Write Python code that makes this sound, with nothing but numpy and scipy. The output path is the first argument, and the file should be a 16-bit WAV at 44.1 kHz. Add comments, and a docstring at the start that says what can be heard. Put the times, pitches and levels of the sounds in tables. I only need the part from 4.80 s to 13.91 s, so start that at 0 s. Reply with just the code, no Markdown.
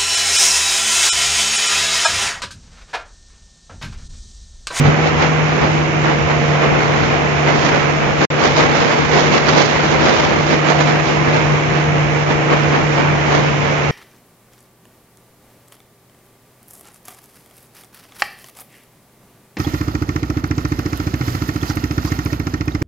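"""A loud engine drone and low thumps of wind come first: an airboat at speed, heard from a passenger seat.
Tones tied to one turning shaft make the exhaust drone and the propeller hum; noise makes the rush of
blades and spray. Separate noise at each of two microphone ports makes the headwind roar, fizz and buffet,
with gusts on top. The level dips briefly a few times, and once the sound drops out for a moment."""
import sys
import numpy as np
from scipy import signal
from scipy.fft import rfft, irfft, next_fast_len
from scipy.io import wavfile
from scipy.ndimage import uniform_filter1d, map_coordinates

SR = 44100
rng = np.random.default_rng(int(sys.argv[2]) if len(sys.argv) > 2 else 0)


def dump(signal):
    """Clip the signal to [-1, 1] and save it as 16-bit WAV at the path in sys.argv[1]."""
    limited = np.clip(np.atleast_2d(signal).T, -1, 1)
    pcm = np.round(limited * 32767).astype(np.int16)
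    wavfile.write(sys.argv[1], SR, pcm)


N = 401751  # length in samples
BLADES_PER_FIRING = .5225  # propeller blade passes for each engine firing


def amp(db):
    """Turn decibels into a gain."""
    return 10 ** (np.asarray(db) / 20)


def power(db):
    """Turn decibels into a power, because powers of unrelated noises add."""
    return amp(db) ** 2


def to_db(p):
    """Turn a power into decibels."""
    return 10 * np.log10(p)


def unit(x):
    """Scale a sound to an rms of 1."""
    return x / np.sqrt(np.mean(x ** 2) + 1e-20)


def along(points, hz):
    """Read a curve of (frequency_hz, value) points, evenly spaced by pitch rather than by Hz."""
    point_hz, value = np.transpose(points)
    return np.interp(np.log(hz + 1), np.log(point_hz + 1), value)


def curves(rows):
    """Join the rows with straight lines: one value per sample for each column after the time."""
    time_s, *columns = np.transpose(rows)
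    return [np.interp(np.arange(N) / SR, time_s, column) for column in columns]


def wobble(rate):
    """A smooth random curve through `rate` random points a second."""
    knots = rng.standard_normal(int(N * rate / SR) + 4)
    return map_coordinates(knots, [np.arange(N) * rate / SR])


def filtered(x, response):
    """Multiply the spectrum of x by a gain that depends on frequency."""
    size = next_fast_len(N + SR // 2)
    spectrum = rfft(x, size) * response(np.fft.rfftfreq(size, 1 / SR))
    return irfft(spectrum, size)[..., :N]


def sides(db):
    """Left and right gains for a left minus right difference in dB."""
    return amp(np.array([db, -db]) / 2)


def rush(spectrum, balance, patchy_db):
    """Unrelated noise at each port, rms 1 over both, with patches of random gain in time and frequency."""
    noise = signal.stft(rng.standard_normal((2, N)), nperseg=512)[2]
    patches = uniform_filter1d(rng.standard_normal(noise.shape), size=6, axis=1)
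    patches = uniform_filter1d(patches, size=12, axis=2)
    pair = signal.istft(noise * amp(patchy_db * unit(patches)), nperseg=512)[1][:, :N]
    return unit(filtered(pair, lambda hz: amp(along(spectrum, hz)) * sides(along(balance, hz))))


def swells(rows):
    """One bump per (peak_s, length_s) row, with its top at 1."""
    rise_share = .45  # share of the length before the peak
    edge_db, shape = 7, 1.18  # loss of power at the ends of the length; 1 is a sharp top, 2 a round one
    from_peak_s = np.arange(N)[None] / SR - np.array(rows)[:, :1]
    span_s = np.array(rows)[:, 1:2] * np.where(from_peak_s < 0, rise_share, 1 - rise_share)
    distance = np.minimum(np.abs(from_peak_s / span_s), 9)
    return amp(-2 * edge_db * distance ** shape)


def shaft_tone(turn, multiple, rad):
    """A sine, rms 1, locked to a multiple of the firing phase; moving air makes its phase waver."""
    waver = rad * (wobble(9) + 0.64 * np.array([wobble(8), wobble(9)]))  # shared, plus each side's own
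    return np.sqrt(2) * np.sin(multiple * turn + waver)


def geared_tones(turn):
    """Three tones geared to the shaft, so their pitches follow the firing rate."""
    # tones: multiple of the firing rate, left_minus_right [dB]
    gears = [(1.6, -5), (2.2, 5), (3.135, 0)]
    # their changing levels before the wobble: time_s, low_db, middle_db, high_db
    gear_levels = [(0, -33, -45.5, -30.5), (1, -38, -28.5, -33.5), (1.5, -35, -33, -28),
                   (2.7, -42, -38.5, -32.5), (3.85, -46, -34, -29), (4.5, -35, -35, -31.5),
                   (5.2, -35, -35.5, -44), (5.8, -46, -29, -33), (6.5, -36.5, -31.5, -33),
                   (7.7, -45, -29, -29.5), (9.11, -40, -43, -37)]
    sound = 0
    for (multiple, side_db), level_db in zip(gears, curves(gear_levels)):
        gain = amp(level_db + 0.91 * wobble(7)) * sides(side_db)[:, None]
        sound = sound + gain * shaft_tone(turn, multiple, rad=0.25)
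    return sound


def propeller_hum(turn, drone_db):
    """Harmonics of the blade passes, which grow and shrink partly with the drone."""
    # hum: harmonic number of the blade passes, middle level_db, left_minus_right [dB]
    hum_harmonics = [(1, -40, -1), (4, -37, -3), (5, -38, 4.5), (7, -42, -2.5), (8, -41.5, -2.5),
                     (9, -36.5, -1.5), (10, -45.5, -3)]
    follow = 0.5  # dB of hum per dB of drone
    sound = 0
    for harmonic, level_db, side_db in hum_harmonics:
        moving_db = level_db + follow * (drone_db - drone_db.mean()) + 3.1 * wobble(3.5)
        tone = shaft_tone(turn, harmonic * BLADES_PER_FIRING, rad=0.41)
        sound = sound + amp(moving_db) * sides(side_db)[:, None] * tone
    return sound


def blade_rush(turn):
    """Steady noise of blades and spray, puffed by each blade and each firing."""
    # tone color of the rush: frequency_hz, relative level per Hz [dB]
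    blade_spectrum = [(150, -25.5), (400, -2), (1100, -3.5), (1600, -6), (2150, -5), (2600, -9),
                      (2950, -11.5), (3200, -15), (4600, -25), (5400, -21), (6400, -24), (7300, -28.5),
                      (7600, -43.5)]
    # its balance at the seat: frequency_hz, left_minus_right [dB]
    seat_balance = [(400, 0.5), (1300, -1), (1900, -2.5), (2300, -11), (2950, -8.5), (3400, -3.5),
                    (5300, -3.5), (6500, -12), (7400, -6.5)]
    blade_puffs = 0.092 * shaft_tone(turn, BLADES_PER_FIRING, rad=0.81)
    firing_puffs = 0.049 * shaft_tone(turn, 1.0, rad=0.7)
    noise = rush(blade_spectrum, seat_balance, patchy_db=0.0)
    return amp(-21) * (1 + blade_puffs + firing_puffs) * noise


def engine():
    """The exhaust drone at the firing rate, and every other sound that follows the same shaft."""
    # engine speed and drone: time_s, firing rate [Hz], drone level_db before the wobble, left_minus_right [dB]
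    shaft_course = [(0.0, 148, -13, 1), (0.09, 149, -14, 1), (0.12, 152.5, -18.5, 0), (0.45, 154, -22, 3),
                    (1.0, 151.7, -17.5, 0.5), (1.4, 149.3, -19.5, -3.5), (1.7, 148, -19, -1),
                    (2.24, 147, -23.5, 3), (2.68, 147.3, -19.5, 0), (2.87, 147.3, -26.5, 5),
                    (3.07, 147.3, -22, -3.5), (3.63, 147.8, -26, 4.5), (4.2, 149.2, -28.5, 7),
                    (4.8, 150.2, -23, 2.5), (5.45, 150.5, -27, 3), (5.85, 150.9, -21, 1.5),
                    (6.5, 149.9, -20.5, 1.5), (7.55, 147.9, -19, -1.5), (7.98, 147.3, -21.5, -4),
                    (8.2, 147.1, -20.5, -0.5), (9.11, 144.9, -20.5, 1.5)]
    firing_hz, drone_db, side_db = curves(shaft_course)
    turn = 2 * np.pi * np.cumsum(firing_hz) / SR  # phase of the firing, in radians
    drone = amp(drone_db + 1.7 * wobble(11)) * sides(side_db) * shaft_tone(turn, 1, rad=0.33)
    return drone + geared_tones(turn) + propeller_hum(turn, drone_db) + blade_rush(turn)


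def wind_buffet():
    """Low, lumpy noise of the wind, with a few low blows at the start."""
    # tone color: frequency_hz, relative level per Hz [dB]
    thud_spectrum = [(12, -42.5), (25, -25), (50, -9), (75, -1), (130, 0.5), (260, -4.5), (500, -49)]
    # steady buffeting: time_s, level_db
    buffet_course = [(0, -25), (1, -24), (2.2, -25), (4.6, -25.5), (5.5, -26.5), (6.4, -25), (7.8, -24),
                     (9.11, -23.5)]
    # blows at the start: peak_s, length_s, level_db
    thumps = [(0.022, 0.039, -10.5), (.06, .03, -10.5), (.082, .04, -7)]
    blows = power(np.array(thumps)[:, 2]) @ swells(thumps)
    level_db = to_db(power(curves(buffet_course)[0]) + blows)
    lumps = amp(1.1 * np.array([wobble(7.9), wobble(9.5)]))
    noise = rush(thud_spectrum, [(30, 3.3), (250, 1.4)], patchy_db=2.1)
    return amp(level_db) * unit(lumps * noise)


def wind():
    """Gusts add to the headwind. 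Eddies flutter roar and fizz together at a port; hard gusts flutter fizz more."""
    # headwind between gusts, before the wobble: time_s, roar_db, fizz_db
    headwind = [(0, -21.5, -40), (.7, -19, -35), (1.3, -24.5, -39), (2, -16.5, -38.5), (2.55, -20, -38),
                (3.1, -18, -37.5), (3.45, -21, -37.5), (4, -15.5, -30), (4.3, -17, -29), (4.65, -18, -35.5),
                (5, -15.5, -29.5), (5.5, -17.5, -34.5), (5.82, -20.5, -36), (6.2, -19, -37.5),
                (6.9, -19, -41), (7.5, -22, -42), (8.3, -17.5, -36.5), (9.11, -21, -39.5)]
    # gusts: peak_s, length_s, roar_db, fizz_db, fizz left_minus_right [dB]
    gust_rows = [(0.073, 0.087, -16.5, -32.5, -8), (0.267, .07, -14, -30.5, -7),
                 (0.431, .08, -11, -28, -10.5), (0.838, 0.089, -13.5, -34, -4.5),
                 (1.28, .09, -13, -33.5, 2.5), (1.517, .07, -13.5, -35.5, -3.5),
                 (1.844, 0.066, -12.5, -37.5, -5), (2.032, 0.11, -21.5, -31.5, -9),
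                 (2.23, .2, -17, -32, -5.5), (2.687, .08, -12.5, -32, -12.5), (2.76, .08, -18, -31, -7),
                 (2.86, 0.17, -14.5, -27.5, -7.5), (3.432, 0.072, -11, -26, -6.5),
                 (3.647, 0.085, -10.5, -23, -9.5), (3.803, .08, -10, -23.5, -8),
                 (4.11, 0.18, -16, -30.5, -10), (4.369, 0.093, -12, -28, -12),
                 (4.448, 0.12, -19.5, -30.5, -10.5), (4.556, .09, -11.5, -25, -10),
                 (4.692, .06, -11, -26.5, -16), (4.785, 0.12, -11, -24.5, -5), (5.05, .25, -21, -31, -8.5),
                 (5.26, 0.092, -13.5, -23.5, -4.5), (5.396, 0.17, -16, -24.5, -4),
                 (5.726, .08, -12, -31, -17.5), (5.898, .07, -12.5, -30.5, -17),
                 (6.008, .06, -12.5, -28, -11), (6.099, 0.089, -17, -28, -8),
                 (6.284, 0.11, -22.5, -30.5, -13.5), (6.49, .06, -14, -37, -6),
                 (6.56, .08, -13.5, -33, -8.5), (7.509, 0.065, -16.5, -35, -8),
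                 (7.735, 0.062, -14, -36, -7), (7.948, .08, -14, -34.5, -2.5),
                 (8.182, .07, -15.5, -34, -8.5), (8.543, 0.092, -13, -28, -10)]
    # tone color of the roar: frequency_hz, relative level per Hz [dB]
    roar_spectrum = [(60, -38), (130, -7), (250, -1), (500, -1), (900, -4), (1500, -8.5), (2200, -10),
                     (2900, -19), (4200, -28.5), (7600, -47.5)]
    # balance of the roar: frequency_hz, left_minus_right [dB]
    port_balance = [(250, 1.5), (600, -2), (1500, -3), (2400, -6.5), (4000, -4.5)]
    # tone color of the fizz: frequency_hz, relative level per Hz [dB]
    fizz_spectrum = [(1500, -28.5), (3000, 8.5), (4000, 5.5), (5600, 1.5), (6600, -0.5), (7300, -9.5),
                     (7600, -23)]
    steady_lean_db = -6.5  # fizz left minus right between gusts
    eddy_db = 1.5  # small unsteadiness of the roar between gusts

    steady_roar_db, steady_fizz_db = curves(headwind)
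    _, _, gust_roar_db, gust_fizz_db, gust_lean_db = np.transpose(gust_rows)
    gusts = swells(gust_rows)
    roar_db = to_db(power(steady_roar_db + eddy_db * wobble(12)) + power(gust_roar_db) @ gusts)
    fizz_db = []
    for port in (1, -1):  # left, right
        steady = power(steady_fizz_db + port * steady_lean_db / 2 + 2.5 * wobble(9))
        gusty = power(gust_fizz_db + port * gust_lean_db / 2) @ gusts
        fizz_db.append(to_db(steady + gusty))
    fizz_db = np.array(fizz_db)

    flutter_db = np.array([.7 * wobble(50) + 0.92 * wobble(110) + 1.5 * wobble(350) for port in range(2)])
    hardness = np.clip(0.5 + 0.088 * (roar_db - roar_db.mean()), .3, 3)
    lean_db = 0.31 * (fizz_db[0] - fizz_db[1])  # the port that fizzes more also roars more
    roar_noise = unit(amp(flutter_db) * rush(roar_spectrum, port_balance, patchy_db=1.0))
    roar = amp(roar_db) * sides(lean_db - lean_db.mean()) * roar_noise
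    fizz_noise = rush(fizz_spectrum, [(3000, 2.0), (5500, -2.0), (7600, -3.5)], patchy_db=0.9)
    fizz = amp(fizz_db) * unit(amp(1.5 * hardness * flutter_db) * fizz_noise)
    return roar + fizz + wind_buffet()


def scene():
    """Engine and wind together; the whole level dips briefly a few times."""
    # dips: peak_s, length_s, depth_db
    dips = [(0.776, .04, 2), (4.285, 0.044, 2.5), (5.664, 0.044, 1.5), (7.455, 0.037, 4.5)]
    dip_db = np.array(dips)[:, 2] @ swells(dips)
    return (engine() + wind()) * amp(-dip_db)


def record(dry):
    """Soft clipping rounds the peaks, a dropout leaves a faint fading trace, and a filter cuts the top."""
    # dropout: start_s, end_s
    start_s, end_s = (3.4525, 3.5030)
    ceiling, top_hz = .94, 7580  # largest level after soft clipping; upper band limit
    clipped = dry / (1 + np.abs(dry / ceiling) ** 6) ** (1 / 6)
    t = np.arange(N) / SR
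    since_s = t - start_s
    trace = amp(-21 - 500 * np.abs(since_s) - 1.6e5 * since_s ** 2)
    broken = clipped * np.where((t > start_s) & (t < end_s), trace, 1)
    return filtered(broken, lambda hz: 1 / (1 + (hz / top_hz) ** 200))


dry = scene()
out = record(dry)
dump(out)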